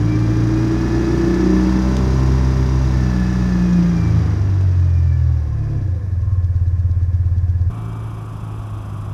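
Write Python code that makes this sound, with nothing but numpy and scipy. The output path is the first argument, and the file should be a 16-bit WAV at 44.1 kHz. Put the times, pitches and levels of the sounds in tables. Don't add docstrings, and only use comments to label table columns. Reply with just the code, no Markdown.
import sys
import numpy as np
from scipy import signal
from scipy.fft import rfft, irfft, next_fast_len
from scipy.io import wavfile
from scipy.ndimage import uniform_filter1d

SR = 44100
rng = np.random.default_rng(int(sys.argv[2]) if len(sys.argv) > 2 else 0)


def master_out(mix):
    frames = np.transpose(np.atleast_2d(mix))
    ceiling = np.clip(frames, -1, 1)
    pcm = np.round(ceiling * 32767).astype(np.int16)
    wavfile.write(sys.argv[1], SR, pcm)


N = 402633
TIME = np.arange(N) / SR
JUMP_S = 7.70
# time_s, cycles_per_s
ENGINE_SPEED = [(0.0, 27.32), (0.19, 28.13), (0.85, 29.83), (2.15, 32.33), (2.8, 32.3), (3.23, 30.51),
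                (3.34, 30.81), (3.85, 29.1), (4.2, 26.87), (4.45, 24.4), (4.85, 22.0), (5.36, 19.73),
                (5.6, 17.81), (5.75, 17.51), (5.88, 14.65), (6.13, 10.47), (6.41, 8.55), (7.7, 8.55)]


def from_db(db):
    return 10 ** (np.asarray(db) / 20)


def unit_power(x):
    return x / np.sqrt(np.mean(x ** 2) + 1e-20)


def evened(x):
    power = uniform_filter1d(uniform_filter1d(x ** 2, size=5160), size=5160)
    return x / np.sqrt(np.abs(power) + 1e-14)


def in_time(rows):
    return np.interp(TIME, *np.transpose(rows))


def by_speed(rows):
    return from_db(np.interp(in_time(ENGINE_SPEED), *np.transpose(rows)))


def throttle():
    # time_s, opening (0 to 1)
    grip = [(0, 0.38), (.7, 0.8), (1.05, 1), (1.6, 1.0), (2.1, 0.78), (2.7, 0.38), (3.2, 0.48), (3.8, 0.33),
            (4.4, 0.13), (5.58, 0), (5.72, 0.58), (5.92, 0.03)]
    return np.clip(in_time(grip), 0, 1)


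def idling():
    return np.clip((11 - in_time(ENGINE_SPEED)) / 2, 0, 1)


def swell(start_s, end_s, fade_s):
    return np.clip(np.minimum(TIME - start_s, end_s - TIME) / fade_s + .5, 0, 1)


def drift(rate_hz):
    return np.interp(TIME * rate_hz * 2, np.arange(4000), rng.standard_normal(4000)) / np.sqrt(2 / 3)


def filtered(x, hz, kind, order=2):
    return signal.sosfilt(signal.butter(order, hz, kind, fs=SR, output="sos"), x + 1e-18)


def coloured(x, spectrum):
    size = next_fast_len(N)
    hz, db = np.transpose(spectrum)
    log_hz = np.log(np.arange(size // 2 + 1) * SR / size + 1)
    gain = from_db(np.interp(log_hz, np.log(hz), db, left=-90, right=-90))
    return unit_power(irfft(rfft(x, size) * gain, size)[:N])


def resonate(x, modes):
    out = 0
    for k, (hz, width, db) in enumerate(modes):
        decay = np.exp(-np.pi * width / SR)
        feedback = [1, -2 * decay * np.cos(2 * np.pi * hz / SR), decay ** 2]
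        ring = signal.lfilter([1, 0, -1], feedback, x + 1e-18)
        out = out + (-1) ** k * from_db(db) * (1 - decay ** 2) / 2 * ring
    return out


def tone(cycle, multiple, waver, rate_hz):
    level = np.sqrt(2) * (1 + waver * drift(rate_hz))
    return level * np.sin(2 * np.pi * multiple * cycle + waver * drift(rate_hz))


def clicks(cycle, places, sizes, rough, jitter=0.):
    due = np.arange(np.ceil(cycle[-1]))[:, None] + places
    due = due + jitter * rng.standard_normal(due.shape)
    sample = np.interp(due, cycle, np.arange(N), left=-1, right=-1).astype(int)
    strength = sizes * (1 + rough * rng.standard_normal(due.shape))
    return np.bincount(sample[sample >= 0], strength[sample >= 0], N)


def firings(cycle, lopsided, rough):
    return clicks(cycle, 0, 0.93, rough) + (1 - lopsided) * clicks(cycle, 0.5, 0.9, rough)


def rattle(cycle, loose, throb, count=40):
    places = rng.random(count)
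    sizes = rng.choice([-1, 1], count) * rng.uniform(0.56, 1, count)
    knocks = evened(clicks(cycle, places, sizes, rough=0.22, jitter=.0012))
    return (knocks + loose * rng.standard_normal(N)) * (1 + throb * np.cos(4 * np.pi * cycle))


def street_air():
    # pitch_hz, level_db
    spectrum = [(20, -5), (40, 9), (100, -1.5), (300, -20), (700, -19), (1700, -24.5), (3000, -38.5),
                (6500, -39), (8000, -39.5), (13000, -43), (15000, -66)]
    return from_db(-44.5) * coloured(rng.standard_normal(N), spectrum)


def wind():
    # pitch_hz, level_db
    spectrum = [(20, -14), (40, 3), (70, 3), (100, -7), (135, 0), (190, -6.5), (260, -11.5), (360, -10.5),
                (450, -23.5), (600, -27)]
    return from_db(-33.0) * coloured(rng.standard_normal(N), spectrum)


def tyres(cycle):
    # pitch_hz, level_db
    spectrum = [(300, -21), (430, -8), (500, -8), (700, -4.5), (850, -4.5), (1170, -1), (1400, -8.5),
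                (1740, -18), (2100, -24), (2350, -19), (2680, -17.5), (2950, -23), (3250, -18.5),
                (4400, -34.5), (5700, -80)]
    return from_db(-42) * evened(coloured(rattle(cycle, loose=1.2, throb=0.07), spectrum))


def coasting_valves(cycle):
    # pitch_hz, level_db
    hiss = [(3900, -25), (4400, -10), (5000, -8), (6000, 0), (6600, -6), (7500, -4), (8200, -6.5),
            (10500, -1.5), (11500, -7.5), (14200, -12), (15000, -28.5)]
    # pitch_hz, width_hz, level_db
    modes = [(4980, 150, 4), (5860, 180, -13), (7500, 72, -5), (9000, 200, 4), (9670, 130, -9),
             (10500, 180, -4)]
    taps = rng.standard_normal(N) * from_db(2.7 * np.cos(2 * np.pi * (cycle - 1 / 3)))
    return from_db(-58.5) * (coloured(taps, hiss) + from_db(-7.0) * unit_power(resonate(taps, modes)))


def coasting_hum(cycle):
    # cycle_multiple, level_db
    orders = [(2, -26), (3, -23), (4, 2), (5, -26), (6, -10.5), (10, -20), (12, -28), (14, -26.5),
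              (26, -27), (32, -26), (38, -28), (42, -23), (45, -24.5)]
    # time_s, level_db
    levels = [(7.74, -28.5), (7.92, -28.5), (8.304, -31.5), (8.428, -32), (8.44, -30.5), (9.13, -29.5)]
    hum = sum(from_db(db) * tone(cycle, multiple, waver=.13, rate_hz=8) for multiple, db in orders)
    return from_db(in_time(levels) + 0.6) * hum


def coasting_whine(cycle):
    return from_db(-60.5) * swell(0, 8.27, fade_s=0.34) * tone(cycle, 84, waver=.15, rate_hz=8)


def thin_ring():
    # start_s, end_s, level_db
    spells = [(5.397, 7.7, -58.5), (6.25, 6.37, -49)]
    level = sum(from_db(db) * swell(start, end, fade_s=.14) for start, end, db in spells)
    return level * evened(resonate(rng.standard_normal(N), [(1057, 11, 0)]))


def moan(cycle):
    # start_s, end_s, level_db
    spells = [(5.306, 5.85, -56), (5.9, 6.026, -44)]
    level = sum(from_db(db) * swell(start, end, fade_s=0.083) for start, end, db in spells)
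    return level * tone(cycle, multiple=38.3, waver=0.93, rate_hz=32)


def rasp(cycle):
    # cycle_multiple, level_db
    orders = [(18, 1.5), (19, -19), (24, -11), (27, -11), (28, -3.5), (30, -6.5), (31, -4), (32, -2),
              (34, -5.5), (36, -8)]
    # cycles_per_s, level_db
    levels = [(20, -80), (29.5, -60.5), (30.8, -55.5), (32.3, -48)]
    tones = sum(from_db(db) * tone(cycle, round(multiple), waver=0.35, rate_hz=14)
                for multiple, db in orders)
    return by_speed(levels) * from_db(10 * throttle()) * tones


def ticks(cycle):
    # time_s, level_db
    strays = [(1.967, -20.5), (4.61, -34.5)]
    hits = from_db(-44.5) * idling() * clicks(cycle, places=.16, sizes=1, rough=.12)
    for time_s, db in strays:
        hits[int(time_s * SR)] += from_db(db)
    decay_s = 0.003
    bursts = signal.lfilter([1], [1, -np.exp(-1 / (decay_s * SR))], hits + 1e-18)
    metal = [(2500, 830, 0), (4530, 660, 4.0), (6200, 580, 3.0), (8500, 3500, -10.5)]
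    return 0.91 * resonate(bursts * rng.standard_normal(N), metal)


def sizzle(cycle):
    # pitch_hz, level_db
    spectrum = [(1650, -33.5), (2800, -4), (3100, -11.5), (3300, -12), (4420, -10.5), (4930, 4.5),
                (5310, -8), (5720, 3.5), (6920, -10.5), (7570, -14.5), (11400, -23), (12500, -20),
                (14200, -33)]
    # pitch_hz, width_hz, level_db
    fins = [(3835, 670, -4), (4920, 47, -0.5), (5220, 43, -3), (5935, 160, 4.5), (6760, 55, -7.5)]
    # cycles_per_s, level_db
    levels = [(8.5, -64.5), (18, -60), (27, -48), (32, -45)]
    since_tap_s = (cycle % 1) / in_time(ENGINE_SPEED)
    taps = 1 + .8 * np.exp(-since_tap_s / 0.028)
    hiss = rng.standard_normal(N) * from_db(0.57 * drift(90)) * taps
    sound = evened(coloured(hiss, spectrum) + from_db(-4.0) * unit_power(resonate(hiss, fins)))
    return by_speed(levels) * from_db(3.5 * throttle()) * sound


def gears(cycle):
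    # cycle_multiple, level_db
    orders = [(28, -1), (56, 3.5), (57, -10), (58, 2.5), (84, 0), (112, -0.5), (140, -1)]
    # pitch_hz, width_hz, level_db
    casing = [(488, 21, 3), (620, 160, -3), (1090, 76, -8), (1738, 46, -3.5), (2336, 31, 0),
              (2437, 220, -9.5)]
    # cycles_per_s, level_db
    levels = [(8.5, -65.5), (17, -54.5), (22, -48), (28, -42)]
    mesh = sum(from_db(db) * tone(cycle, multiple, waver=0.4, rate_hz=18) for multiple, db in orders)
    return by_speed(levels) * resonate(mesh, casing)


def clatter(cycle):
    # pitch_hz, level_db
    spectrum = [(260, -31), (450, -4), (639, -3.5), (993, -4.5), (1410, -8), (1710, -8.5), (1870, -11),
                (2400, -15.5), (3060, -24.5), (3300, -19), (4290, -52.5), (7260, -120)]
    # pitch_hz, width_hz, level_db
    covers = [(581, 3.3, 0), (917, 18, -7.5), (1180, 24, -8.5), (1727, 61, 4.5)]
    # pitch_hz, width_hz, level_db
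    casing = [(504, 53, 2), (717, 20, 0), (1080, 60, -17), (1700, 77, -4), (2450, 250, -21)]
    # cycles_per_s, level_db
    levels = [(8.5, -50.5), (21, -46.5), (26, -38), (32, -37.5)]
    shake = rattle(cycle, loose=0.93, throb=0.079)
    running = coloured(shake, spectrum) + from_db(-7.5) * unit_power(resonate(shake, covers))
    lingering = from_db(4.0) * unit_power(resonate(rng.standard_normal(N), casing))
    slow = np.clip((25 - in_time(ENGINE_SPEED)) / 12, 0, 1)
    return by_speed(levels) * from_db(4.5 * throttle()) * evened(running + slow * lingering)


def intake(cycle):
    # pitch_hz, width_hz, level_db
    airbox = [(242, 58, -3), (319.5, 24.4, 3), (396, 59, -6.5)]
    # cycles_per_s, level_db
    levels = [(8.5, -50), (15, -40.5), (21, -42.5), (25, -33.5), (29, -34), (32, -34.5)]
    suction = np.clip(in_time(ENGINE_SPEED) / 30, 0, 1) ** 2
    gulps = suction * evened(firings(cycle, lopsided=0.51, rough=0.29))
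    ring = resonate(gulps + 1.05 * rng.standard_normal(N), airbox)
    growl = evened(filtered(ring, [205, 470], "band", order=3))
    return by_speed(levels) * from_db(11 * throttle()) * growl


def honks_and_booms(cycle):
    # cycle_multiple, start_s, end_s, level_db
    spells = [(11, -0.37, 1.535, -19.5), (7, .17, 1.28, -30), (5, 1.1, 1.3, -27), (12, 1.4, 1.65, -26.5),
              (10, 1.37, 1.78, -22.5), (8, 1.66, 3.3, -27), (12, 1.9, 2.8, -33.5), (10, 3, 3.02, -30.5),
              (3, 2, 4.1, -28), (11, 3.5, 4.15, -26.5), (12, 3.5, 4.0, -30.5), (3, 4, 4.45, -13),
              (8, 5.5, 5.88, -19)]
    sound = 0
    for multiple, start, end, db in spells:
        level = from_db(db) * swell(start, end, fade_s=0.22)
        sound = sound + level * tone(cycle, round(multiple), waver=0.071, rate_hz=12)
    return from_db(8.5 * (throttle() - 1)) * sound


def burble(cycle):
    # cycles_per_s, level_db
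    levels = [(8.5, -35), (16, -29), (20.5, -39), (26, -21.5), (29, -26), (32, -27)]
    swirl = (1 + 0.54 * np.cos(4 * np.pi * cycle)) * rng.standard_normal(N)
    ring = resonate(swirl, [(83.0, 140, -1.04), (172.7, 104, 0.036)])
    return by_speed(levels) * from_db(-2.0) * evened(filtered(ring, 250, "low"))


def putts(cycle):
    # cycles_per_s, level_db
    levels = [(9.7, -15.5), (11, -21), (15, -18.5), (18.5, -21), (21, -69.5)]
    pulses = firings(cycle, lopsided=0.065, rough=0.1)
    silencer = resonate(pulses, [(35.0, 7.4, -8.0), (88.25, 9.5, 0), (117.8, 16, -13.5)])
    body = evened(filtered(resonate(silencer, [(94, 92, 0)]), 145, "low", order=4))
    edges = resonate(firings(cycle, lopsided=0.66, rough=0.15), [(229, 110, 0)])
    thumps = from_db(-33.5) * idling() * evened(filtered(edges, 340, "low", order=4))
    return by_speed(levels) * (body + thumps)


def drone(cycle):
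    # cycle_multiple, level_db, full_throttle_extra_db
    orders = [(2, -1, 5), (4, 7.5, -2), (6, 6, -5.5)]
    # pitch_hz, level_db
    pipe = [(43.8, -41.5), (55.8, -31.5), (65.5, -21), (67.5, -18), (82.1, -26.5), (98.6, -19),
            (109.6, -25.5), (119.3, -23), (124.5, -39), (132.9, -23.5), (161.1, -37.5), (183.1, -23.5),
            (188.1, -16.5), (201.9, -33), (227.2, -40), (255.7, -17), (273.5, -19.9)]
    speed, opening = in_time(ENGINE_SPEED), throttle()
    pipe_tuning = 1 - 0.1 * (1 - opening)
    sound = 0
    for multiple, db, throttle_db in orders:
        multiple = round(multiple)
        pipe_db = np.interp(multiple * speed / pipe_tuning, *np.transpose(pipe))
        level_db = pipe_db + db + throttle_db * opening
        if multiple == 6:
            level_db -= 6 * swell(0.24, 1.24, fade_s=0.044)
        sound = sound + from_db(level_db) * tone(cycle, multiple, waver=.08, rate_hz=12)
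    merged = np.clip((speed - 17.73) / 1.9, 0, 1)
    return merged * sound


def slowing():
    cycle = np.cumsum(in_time(ENGINE_SPEED)) / SR + .73
    machine = intake(cycle) + clatter(cycle) + gears(cycle) + sizzle(cycle) + ticks(cycle)
    air = street_air()
    exhaust = burble(cycle) + putts(cycle) + drone(cycle)
    return air + machine + exhaust + honks_and_booms(cycle) + rasp(cycle) + moan(cycle) + thin_ring()


def coasting():
    # time_s, cycles_per_s
    speed = [(7.7, 27.49), (8.0, 27.61), (8.3, 26.91), (8.6, 26.69), (8.85, 25.83), (9.13, 25.34)]
    cycle = np.cumsum(in_time(speed) * (TIME > JUMP_S - 1)) / SR
    cycle -= np.interp(JUMP_S, TIME, cycle) % 1
    engine = coasting_hum(cycle) + coasting_whine(cycle) + coasting_valves(cycle)
    return engine + tyres(cycle) + wind()


def scene():
    after = np.clip((TIME - JUMP_S) / 0.003 + .5, 0, 1)
    return ((1 - after) * slowing() + after * coasting())[None]


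def record(dry):
    return filtered(dry, hz=14300, kind="low", order=16)


dry = scene()
out = record(dry)
master_out(out)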